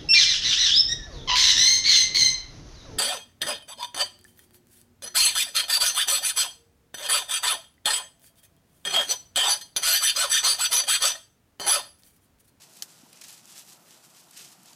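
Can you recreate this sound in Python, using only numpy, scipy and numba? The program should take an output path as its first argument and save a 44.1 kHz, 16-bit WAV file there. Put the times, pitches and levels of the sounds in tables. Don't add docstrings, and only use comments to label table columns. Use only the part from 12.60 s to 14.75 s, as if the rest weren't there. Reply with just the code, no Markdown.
import sys
import numpy as np
from scipy import signal
from scipy.fft import rfft, irfft, next_fast_len
from scipy.io import wavfile
from scipy.ndimage import uniform_filter1d
from numba import njit

SR = 44100
rng = np.random.default_rng(int(sys.argv[2]) if len(sys.argv) > 2 else 0)


def volts_from_decibels(level):
    exponent = np.asarray(level, float) / 20
    return 10 ** exponent


def wav_record(signal):
    frames = np.transpose(np.atleast_2d(signal))
    bounded = np.clip(frames, -1, 1)
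    quanta = np.round(bounded * 32767).astype(np.int16)
    wavfile.write(sys.argv[1], SR, quanta)


N = 94815
T = np.arange(N) / SR

# peak_s, rise_s, fall_s, level_db, pitch_hz
STRIDES = [(.03, 0.031, 0.042, -52.5, 5130), (.15, 0.078, 0.22, -55, 6800), (.30, .04, 0.1, -57.5, 6100),
           (.39, 0.034, 0.035, -58, 6000), (.54, 0.023, 0.15, -54.5, 4700),
           (0.617, 0.0034, 0.0076, -40, 4700), (.644, 0.0064, 0.018, -42.5, 5500),
           (0.701, 0.063, 0.069, -49, 6000), (.78, .01, 0.019, -54, 4960), (.90, 0.043, 0.054, -50.5, 6140),
           (.96, 0.035, 0.037, -47, 5400), (.995, 0.03, 0.02, -44, 6800), (1.096, 0.04, 0.059, -51.5, 6900),
           (1.128, 0.033, 0.015, -52, 6600), (1.311, 0.043, 0.045, -53.5, 5000),
           (1.35, 0.027, 0.027, -53.5, 5400), (1.452, 0.038, 0.023, -55, 7550),
           (1.505, 0.0089, 0.0093, -54.5, 6500), (1.585, 0.053, 0.043, -52.5, 6400),
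           (1.776, 0.036, 0.057, -46, 5400), (1.81, 0.028, 0.025, -49.5, 4840),
           (1.85, 0.061, 0.062, -49, 6000), (1.919, 0.01, 0.028, -53.5, 6800),
           (2.09, .06, 0.099, -55, 5250)]
# start_s, peak_db, pitch_hz, t60_s
TWIG_TICKS = [(.019, -43, 3960, 0.025), (.034, -44, 4540, 0.033), (0.1363, -41, 8000, 0.0041),
              (0.1675, -41.5, 7660, 0.023), (0.5008, -46, 7850, 0.0043), (0.529, -37, 3100, .015),
              (.5574, -46, 3500, .008), (0.6135, -35, 7900, 0.0034), (0.6398, -32.5, 7000, 0.0036),
              (.655, -41, 7000, .003), (.683, -35, 8000, 0.012), (.687, -48, 9000, .003),
              (.7045, -41, 5970, 0.01), (.777, -46.5, 5060, 0.019), (0.8552, -36, 5700, 0.0067),
              (.876, -44, 7500, 0.0091), (.899, -51, 7000, .005), (.902, -40, 9000, 0.0032),
              (.9184, -42, 7800, .003), (0.924, -42, 7500, .004), (0.979, -34, 4800, .006),
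              (.991, -42, 7000, 0.0024), (1.308, -39, 4000, 0.0055), (1.449, -39.5, 8040, 0.0039),
              (1.709, -41, 8800, 0.019), (1.776, -34, 9100, 0.0068), (2.033, -42, 10000, 0.0043),
              (2.059, -37, 8900, 0.0018), (2.084, -43, 5000, 0.016), (2.1312, -40, 4500, 0.011)]
# frequency_hz, level_db
LEAF_SPECTRUM = [(500, -17), (1200, -9), (2300, -4), (4200, -2), (6800, 0.5), (9500, -2.5), (12500, -3.5),
                 (15500, -8)]
# frequency_hz, level_db, t60_s
STICK_MODES = [(766, -35.5, 0.057), (1750, -23.5, 0.022), (3100, -10, 0.012), (4400, -6, 0.011),
               (5400, -2.5, 0.0086), (6160, 1, 0.0066), (6800, -3, 0.0068), (7800, -20, 0.0074),
               (10600, -11, 0.0099), (12090, -12, 0.0086)]
# frequency_hz, level_db
SPLINTER_SPECTRUM = [(400, -24), (1500, -12), (7000, 0), (15000, -8)]
# peak_s, length_s, level_db, pitch_hz
SOIL_SCUFFS = [
    (0.464, 0.015, -63.5, 810),
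    (.51, 0.052, -66.5, 503),
    (.55, 0.012, -63, 182),
    (1.283, 0.013, -60, 161),
    (1.675, .02, -61, 900),
    (1.799, 0.013, -58, 1450),
    (1.813, 0.018, -57, 365),
    (2.108, 0.027, -62, 900),
]
# frequency_hz, level_db (per Hz)
AIR_SPECTRUM = [(25, -40), (85, -7.5), (140, 5), (210, 4), (450, -4), (850, -1), (2500, -13), (15500, -17)]


def shape(x, table):
    hz, db = np.array(table, float).T
    n = next_fast_len(len(x), True)
    f = np.maximum(np.arange(n // 2 + 1) * SR / n, 1.0)
    gain = volts_from_decibels(np.interp(np.log(f), np.log(hz), db))
    return irfft(rfft(x, n) * gain, n)[:len(x)]


def unit(x):
    return x / np.sqrt(np.mean(x ** 2))


def walk(rate_hz):
    hold = int(SR / rate_hz)
    steps = np.repeat(rng.standard_normal(N // 32), hold)[:N]
    return uniform_filter1d(uniform_filter1d(steps, hold), hold)


@njit
def rings(n, start, turn, fade, size):
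    out = np.zeros(n)
    for g in range(len(start)):
        step = np.exp(1j * turn[g] - fade[g])
        i = int(start[g])
        z = (1. + 0j) * step ** (i + 1 - start[g])
        while abs(z) > .002 and i + 1 < n:
            i += 1
            out[i] += size[g] * z.imag
            z *= step
    return out


def ring(start_s, hz, t60_s, size):
    hz = np.clip(hz, 100, .45 * SR)
    fade = np.log(1000) / (np.maximum(t60_s, 1e-4) * SR)
    return rings(N, start_s * SR, 2 * np.pi * hz / SR, fade, size)


def leaves():
    grain_count, grain_cycles, octaves = 28000, 1.72, 0.51
    spread_db, top_db, patchy_db = 2.5, 15, 1.63
    bed = volts_from_decibels(-64.5) ** 2
    power, pitch = bed + 0 * T, bed * np.log(6000.)
    for peak_s, rise_s, fall_s, db, hz in STRIDES:
        age = np.where(T < peak_s, (peak_s - T) / rise_s, (T - peak_s) / fall_s)
        push = volts_from_decibels(db) ** 2 * np.exp(-2 * age)
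        power = power + push
        pitch = pitch + push * np.log(hz)
    when, tone, big, sign = rng.random((grain_count, 4)).T
    at = (when * (N - 1)).astype(int)
    hz = np.exp(pitch / power)[at] * 2 ** (octaves * 2 * (2 * tone - 1))
    grain_db = np.minimum(-spread_db * np.log(big + 1e-9), top_db)
    size = volts_from_decibels(grain_db) * np.sign(sign - .5) * hz
    t60_s = np.log(1000) * grain_cycles / (np.pi * hz)
    grains = ring(at / SR, hz, t60_s, size)
    return unit(shape(grains, LEAF_SPECTRUM)) * np.sqrt(power) * volts_from_decibels(patchy_db * walk(90))


def twigs():
    ring_db, ring_share, rise_share, crack_db = -12, .4, 0.087, 0.5
    start_s, peak_db, pitch_hz, t60_s = np.array(TWIG_TICKS).T
    out = ring(start_s, pitch_hz, ring_share * t60_s, volts_from_decibels(peak_db + ring_db))
    t = T[:2048]
    noises = rng.standard_normal((len(start_s), len(t)))
    for s, db, hz, t60, noise in zip(start_s, peak_db, pitch_hz, t60_s, noises):
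        fibres = shape(noise, LEAF_SPECTRUM)
        fibres = shape(fibres, [(hz / 3, -9), (hz, 0), (hz * 2, -5)])
        rise = 1 - np.exp(-t / (rise_share * t60))
        crack = fibres * rise * 10 ** (-3 * t / max(t60, .001))
        i = int(s * SR)
        out[i:i + len(t)] += (volts_from_decibels(db + crack_db) * crack / np.abs(crack).max())[:N - i]
    return out


def snap():
    snap_s, swell_s, snap_db = .2224, 0.00041, -17.5
    rise_s, splinter_t60_s, splinter_db = 0.00023, 0.075, -14.5
    hz, db, t60_s = np.array(STICK_MODES).T
    age = np.maximum(T - snap_s, 0)
    tear = 1 - np.exp(-(age / swell_s) ** 2)
    wood = ring(snap_s + 0 * hz, hz, t60_s, volts_from_decibels(db)) * tear
    wood = signal.sosfilt(signal.butter(2, 400, "high", fs=SR, output="sos"), wood)
    dust = shape(rng.standard_normal(N) * volts_from_decibels(1.5 * walk(600)), SPLINTER_SPECTRUM)
    splinters = unit(dust) * (1 - np.exp(-age / rise_s)) * 10 ** (-3 * age / splinter_t60_s)
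    return volts_from_decibels(snap_db) * (wood / np.abs(wood).max() + volts_from_decibels(splinter_db) * splinters)


def thud():
    thud_s, width_s, hz, db = .437, 0.0024, 263, -46
    envelope = np.exp(-((T - thud_s) / width_s) ** 2 / 2)
    return volts_from_decibels(db) * envelope * np.sin(2 * np.pi * hz * (thud_s + 0.00053 - T))


def scuffs():
    noise = rng.standard_normal(N)
    out = np.zeros(N)
    for peak_s, length_s, db, hz in SOIL_SCUFFS:
        soil = unit(shape(noise, [(hz / 2, -25), (hz, 0), (hz * 2, -25)]))
        out += volts_from_decibels(db) * np.exp(-((T - peak_s) / length_s) ** 2) * soil
    return out


def scatter(brush):
    level_db, t60_s = -15, .03
    t = T[:4000]
    stems = rng.standard_normal(len(t)) * 10 ** (-3 * t / t60_s)
    stems = stems / np.sqrt(np.sum(stems ** 2))
    return volts_from_decibels(level_db) * signal.fftconvolve(brush, stems)[:N]


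def air():
    white = unit(shape(rng.standard_normal(N), AIR_SPECTRUM))
    out = 0
    for hz in 30 * 2. ** np.arange(10):
        octave = [(hz / 2, -60), (hz / 1.5, -6), (hz / 1.33, 0),
                  (hz * 1.33, 0), (hz * 1.5, -6), (hz * 2, -60)]
        out = out + shape(white, octave) * volts_from_decibels(1.7 * walk(9.02))
    return unit(out) * volts_from_decibels(-60)


def scene():
    brush = leaves() + twigs()
    mix = brush + scatter(brush) + snap() + thud() + scuffs() + air()
    return mix[None]


def top_cut(x):
    return signal.sosfilt(signal.butter(12, 15950, fs=SR, output="sos"), x)


def record(dry):
    low_pass = signal.ellip(10, .2, 60, 15300, fs=SR, output="sos")
    return top_cut(signal.sosfilt(low_pass, dry))


dry = scene()
out = record(dry)
wav_record(out)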